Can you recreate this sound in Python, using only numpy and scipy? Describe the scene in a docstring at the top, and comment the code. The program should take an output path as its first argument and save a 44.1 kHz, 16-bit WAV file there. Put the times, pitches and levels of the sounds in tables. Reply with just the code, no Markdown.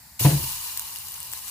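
"""A gas flame rumbles low and hisses faintly; then a thick pancake is flipped into a hot oiled pan.
Its edge touches and the oil hisses at once; the body slaps down, the pan thuds, the rest flops after it.
The wet side sizzles, slowly calming, with single spits of oil.
Flame and hiss are filtered noise, the crackle is thousands of tiny ringing bursts, the thuds are
decaying pan modes under wet noise slaps, and each spit is a noisy snap with a fizzing tail."""
import sys
import numpy as np
from scipy import signal
from scipy.fft import rfft, irfft
from scipy.io import wavfile

SR = 44100
rng = np.random.default_rng(int(sys.argv[2]) if len(sys.argv) > 2 else 0)


def to_wav(sig):
    """Store sig (one row per channel, or 1-D mono) as 16-bit WAV at the path in sys.argv[1].

    Samples outside -1..1 are clipped; the rate is SR.
    """
    pcm = np.clip(np.atleast_2d(sig), -1, 1) * 32767
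    pcm = np.round(pcm).astype(np.int16)
    wavfile.write(sys.argv[1], SR, pcm.T)  # frames by channels


N = 66150
T = np.arange(N) / SR   # time in seconds
CUTOFF_HZ = 15450   # top of the spits and of the whole scene


def from_db(db):
    """Decibels to gain."""
    return 10 ** (np.asarray(db) / 20)


def rms_one(x):
    """Scale to rms 1."""
    return x / np.sqrt(np.mean(x ** 2) + 1e-20)


def at_hz(points, hz):
    """Read a table on a log-frequency axis."""
    table_hz, values = np.transpose(points)
    return np.interp(np.log(hz + 1), np.log(table_hz), values)


def band(x, low_hz, high_hz, order=2):
    """Causal band-pass."""
    high_hz = min(high_hz, .48 * SR)
    sos = signal.butter(order, [low_hz, high_hz], "band", fs=SR, output="sos")
    return signal.sosfilt(sos, x)


def colour(x, spectrum):
    """Filter a sound by a table of gains over frequency; rms 1."""
    gain = from_db(at_hz(spectrum, np.fft.rfftfreq(N, 1 / SR)))
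    return rms_one(irfft(rfft(x) * gain, N))


def stereo_noise():
    """White noise, nearly alike left and right in the bass and less so in the treble."""
    # left-right likeness: frequency_hz, correlation (0-1)
    likeness = [(100, 0.95), (300, 0.93), (600, 0.44), (1000, 0.91), (2000, 0.21), (4000, 0), (12000, 0.45)]
    mid, side = rfft(rng.standard_normal((2, N)))
    alike = np.clip(at_hz(likeness, np.fft.rfftfreq(N, 1 / SR)), -1, 1)
    return irfft(np.sqrt(1 + alike) * mid + np.sqrt(1 - alike) * side * [[1], [-1]], N)


def drift(rate_hz):
    """Slow random wander of rms 1: white noise through two equal one-pole low-passes."""
    r = np.exp(-2 * np.pi * rate_hz / SR)
    wander = signal.lfilter([1], [1, -2 * r, r * r], rng.standard_normal(2 * N))
    return rms_one(wander[N:])   # the first half lets the filter settle


def blow(start_s, rise_s, t60_s):
    """Envelope of a blow: quick rise, exponential fall."""
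    age = np.maximum(T - start_s, 0)
    return (1 - np.exp(-age / rise_s)) * np.exp(-np.log(1000) * age / t60_s)


def echoes(x, t60_s, level_db):
    """Diffuse reflections that die away, different left and right."""
    age = T[:SR // 2]
    tail = rng.standard_normal((2, len(age))) * np.exp(-np.log(1000) * age / t60_s)
    tail *= age > .001   # no reflection in the first millisecond
    tail /= np.sqrt(np.sum(tail ** 2, axis=1, keepdims=True))
    return from_db(level_db) * signal.fftconvolve(x, tail, axes=1)[:, :N]


def flame():
    """The gas jet: a steady faint hiss and a thin whistle over a wavering rumble."""
    # colour of the burning gas: frequency_hz, relative_level_db
    flame_colour = [(20, -32), (30, -23), (70, 2), (125, -5), (270, -17), (430, -28.5), (880, -12),
                    (1300, -21), (1900, -14), (3200, -24), (4600, -12.5), (6200, -19), (7300, -13.5),
                    (8500, -16.5), (15500, -13.5)]
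    flame_db, flutter_db, flutter_hz = -46.5, 0.5, 16
    whistle_hz, whistle_width_hz, whistle_db = 7407, 120, -66

    burn = from_db(flame_db) * colour(stereo_noise(), flame_colour)
    rumble = signal.sosfiltfilt(signal.butter(2, 200, fs=SR, output="sos"), burn)
    half_hz = whistle_width_hz / 2
    whistle = rms_one(band(stereo_noise(), whistle_hz - half_hz, whistle_hz + half_hz))
    waver = from_db(flutter_db * drift(flutter_hz)) - 1   # change in gain of the rumble alone
    return burn + from_db(whistle_db) * whistle + rumble * waver


def spits():
    """A larger droplet of oil snaps, then fizzes away: two noises cut off below the droplet's pitch."""
    # oil spits: start_s, snap_db (rms if packed into 1 ms), lowest_hz, snap_t60_s, left_right_db,
    # fizz_db (noise level ahead of its envelope)
    spit_table = [(.7728, -25, 8000, .012, 1, -58), (.7742, -18, 6500, .009, 1, -55),
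                  (.7952, -18, 6000, .006, -5, -48), (.9597, -28, 8000, .003, 9, -58),
                  (.986, -28.5, 9000, .002, -8, -58), (1.0703, -30, 9000, .006, 1, -45),
                  (1.0848, -28, 8000, .003, 2, -50), (1.1205, -28, 10000, .004, 4, -41),
                  (1.1412, -29, 3000, .008, -2, -43), (1.2032, -25, 9000, .004, 0, -55),
                  (1.2297, -27, 8500, .003, 3, -58), (1.3176, -28.5, 8000, .006, 6, -58),
                  (1.3272, -27.5, 8500, .005, 7, -43), (1.3351, -20.5, 1400, .003, 1, -42),
                  (1.375, -29, 8000, .003, 7, -45), (1.3905, -29.5, 8500, .003, 3, -52),
                  (1.48, -29, 7500, .007, 4, -38)]
    fizz_t60_s = 0.15
    out = np.zeros((2, N))
    for start_s, snap_db, low_hz, snap_t60_s, pan_db, fizz_db in spit_table:
        snap = rng.choice([-1, 1], N) * blow(start_s, .00005, snap_t60_s)
        snap = band(snap, low_hz, CUTOFF_HZ, order=1)
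        snap *= np.sqrt(.001 * SR / np.sum(snap ** 2))
        fizz = rms_one(band(stereo_noise(), low_hz, CUTOFF_HZ))
        fizz *= blow(start_s, 0.00086, fizz_t60_s)
        spit = from_db(snap_db) * snap + from_db(fizz_db) * fizz
        out += spit * from_db([[pan_db / 2], [-pan_db / 2]])
    return out


def bursts(per_s, spread_db, pan_db, low_hz, high_hz, cycles, count=16):
    """Bubbles burst at random: clicks of varied size and place ring resonators of several pitches."""
    out = np.zeros((2, N))
    for hz in np.linspace(low_hz, high_hz, count):
        size = from_db(spread_db * np.minimum(rng.exponential(1, N), 3.5)) * rng.choice([-1, 1], N)
        struck = rng.random(N) < per_s / count / SR
        place = from_db(pan_db / 2 * rng.standard_normal(N) * [[1], [-1]])
        clicks = size * struck * place
        clicks[1] = np.roll(clicks[1], rng.integers(-10, 11))   # left-right lag, in samples
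        r = np.exp(-np.log(1000) * hz / (cycles * SR))   # falls 60 dB in this many cycles
        zeros = [np.sqrt(1 - r), 0, -np.sqrt(1 - r)]
        poles = [1, -2 * r * np.cos(2 * np.pi * hz / SR), r * r]
        out += signal.lfilter(zeros, poles, clicks + 1e-18)
    return rms_one(out)


def flickering_noise(count=12):
    """Hiss in noise bands whose levels flicker independently."""
    flicker_db, flicker_hz = 3.07, 54.6
    white = rfft(stereo_noise())
    edges_hz = np.geomspace(1000, 16000, count)
    which = np.searchsorted(edges_hz, np.fft.rfftfreq(N, 1 / SR))
    out = np.zeros((2, N))
    for k in range(count + 1):
        out += irfft(white * (which == k), N) * from_db(flicker_db * drift(flicker_hz))
    return out


def sizzle():
    """Water flashes to steam under the batter: hiss, crackle and pops, with the bowl's hollow note."""
    # vigour of the frying: time_s, relative_level_db
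    vigour = [(.195, -27.5), (.212, -29.5), (.24, -27.5), (.30, -30.5), (.39, -34), (.47, -32.5),
              (.60, -36.5), (.66, -34.5), (.75, -38), (.85, -37.5), (.94, -39), (1.03, -41), (1.14, -40),
              (1.24, -40.5), (1.30, -41.5), (1.37, -38.5), (1.41, -40.5), (1.5, -38.5)]
    # colour of hiss and crackle: frequency_hz, relative_gain_db
    sizzle_colour = [(200, -34), (450, -17), (680, -15.5), (1400, -11.5), (1800, -7.5), (2150, -12),
                     (2850, -3), (3400, -8.5), (4200, -3), (6400, -6), (7700, -5.5), (8700, -4),
                     (11000, -0.5), (13600, -2.6), (15200, 1)]
    contact_s, flash_s = 0.1921, 0.0033   # batter meets oil; rise of the hiss
    # levels in the mix, ahead of the vigour: merged far bursts, distinct near ones, fat close pops, bowl
    hiss_db, crackle_db, pops_db, bowl_db = 1, -0.5, -8, -14
    bowl_hz, bowl_width_hz = 999, 244   # air resonance of the pan's bowl
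    sputter_db, sputter_hz = 0.59, 32.5   # quick unevenness of the whole sizzle

    vigour_db = np.interp(T, *np.transpose(vigour))
    busy = from_db((vigour_db - vigour_db.mean()) / 2)   # bursts thin out as the frying calms
    hiss = from_db(hiss_db) * colour(flickering_noise(), sizzle_colour)
    crackle = bursts(3500 * busy, spread_db=2, pan_db=2, low_hz=1650, high_hz=15800, cycles=3.1)
    crackle = from_db(crackle_db) * colour(crackle, sizzle_colour)
    pops = bursts(420 * busy, spread_db=0, pan_db=10, low_hz=5170, high_hz=15000, cycles=2.4)
    half_hz = bowl_width_hz / 2
    bowl = from_db(bowl_db) * rms_one(band(stereo_noise(), bowl_hz - half_hz, bowl_hz + half_hz))

    frying = hiss + crackle + from_db(pops_db) * pops
    inside_pan = echoes(frying, t60_s=0.064, level_db=-3)   # sound bouncing inside the pan
    level = from_db(vigour_db + sputter_db * drift(sputter_hz))
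    onset = np.clip((T - contact_s) / flash_s, 0, 1)
    return (frying + inside_pan + bowl) * level * onset


def landing():
    """Each part slaps wetly and pushes the pan into its low modes; the main slap also knocks the wall."""
    # parts of the pancake landing: start_s, thud_db (added to each mode), thud_pitch_ratio,
    # splat_db (ahead of envelope and clumps), splat_t60_s
    landings = [(0.1957, -40, 1.14, -51, 0.081), (0.204, -19, 0.8, -34, 0.24),
                (0.247, -2.5, 0.97, -18, 0.23), (0.3046, -21.5, 1.1, -32, 0.13),
                (0.328, -14.5, 0.98, -37, 0.26), (0.397, -33.5, .66, -39, 0.088),
                (.43, -29.5, 0.9, -50, 0.26)]
    # low modes of the loaded pan on its support: pitch_hz (at ratio 1), relative_level_db, t60_s
    pan_modes = [(38.5, -38, 1), (78.84, -26.5, 0.65), (122.2, -13.5, 0.23), (142, 3.5, 0.17),
                 (149.6, -4.5, 0.35), (192.7, -11.5, 0.17), (259.8, -28.5, .3), (305, -25.5, 0.38),
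                 (381.3, -31.5, 0.36)]
    # knock of the pan's wall: pitch_hz, level_db (ahead of envelope), t60_s
    knock_modes = [(488.7, -28, 0.23), (528.6, -39.5, 0.19), (534, -42.5, 0.51), (652, -24, 0.043),
                   (716, -28.5, 0.2), (875, -28, 0.18), (980, -16.5, 0.052), (1032, -30, 0.086)]
    # wet slap and squeezed-out air: frequency_hz, relative_level_db
    splat_colour = [(28, -33), (60, 13.5), (170, -1), (310, 6), (420, 0), (520, -1), (720, -1.5),
                    (980, -6.5), (1300, -14.5), (1900, -9.5), (3000, -11.5), (8000, -26), (15000, -43)]
    thud_rise_s, knock_s, knock_rise_s = 0.021, .2468, 0.0031
    clump_db, clump_hz = 2, 60   # the wet slap comes in uneven clumps

    thud, slap = np.zeros(N), np.zeros(N)
    for start_s, thud_db, pitch, splat_db, splat_t60_s in landings:
        slap += from_db(splat_db) * blow(start_s, 0.0012, splat_t60_s)
        for hz, mode_db, ring_s in pan_modes:
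            swing = np.sin(2 * np.pi * hz * pitch * (T - start_s))
            thud -= from_db(thud_db + mode_db) * blow(start_s, thud_rise_s, ring_s) * swing
    for hz, mode_db, ring_s in knock_modes:
        ring = np.sin(2 * np.pi * (hz * T + rng.random()))
        thud += from_db(mode_db) * blow(knock_s, knock_rise_s, ring_s) * ring
    clumps = from_db(clump_db * drift(clump_hz))
    splat = slap * clumps * colour(stereo_noise(), splat_colour)
    # the slap lingers dully in the kitchen
    boom = echoes(band(splat, 57, 380), t60_s=0.38, level_db=-11.5)
    return thud + splat + boom


def scene():
    """The pan above the flame, the whole a little louder on the left and the pan later on the right."""
    left_db, right_lag_s = 0.6, 0.00014   # left_db is added left and taken off right
    snaps = spits()
    kitchen = echoes(snaps, t60_s=.25, level_db=-13)
    left, right = sizzle() + landing() + snaps + kitchen
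    lag_s = round(right_lag_s * SR) / SR   # whole samples
    pan = np.array([left, np.interp(T - lag_s, T, right)])
    return (pan + flame()) * from_db([[left_db], [-left_db]])


def record(dry):
    """The top is cut steeply by an elliptic low-pass."""
    return signal.sosfilt(signal.ellip(12, .1, 90, CUTOFF_HZ, fs=SR, output="sos"), dry)


dry = scene()
out = record(dry)
to_wav(out)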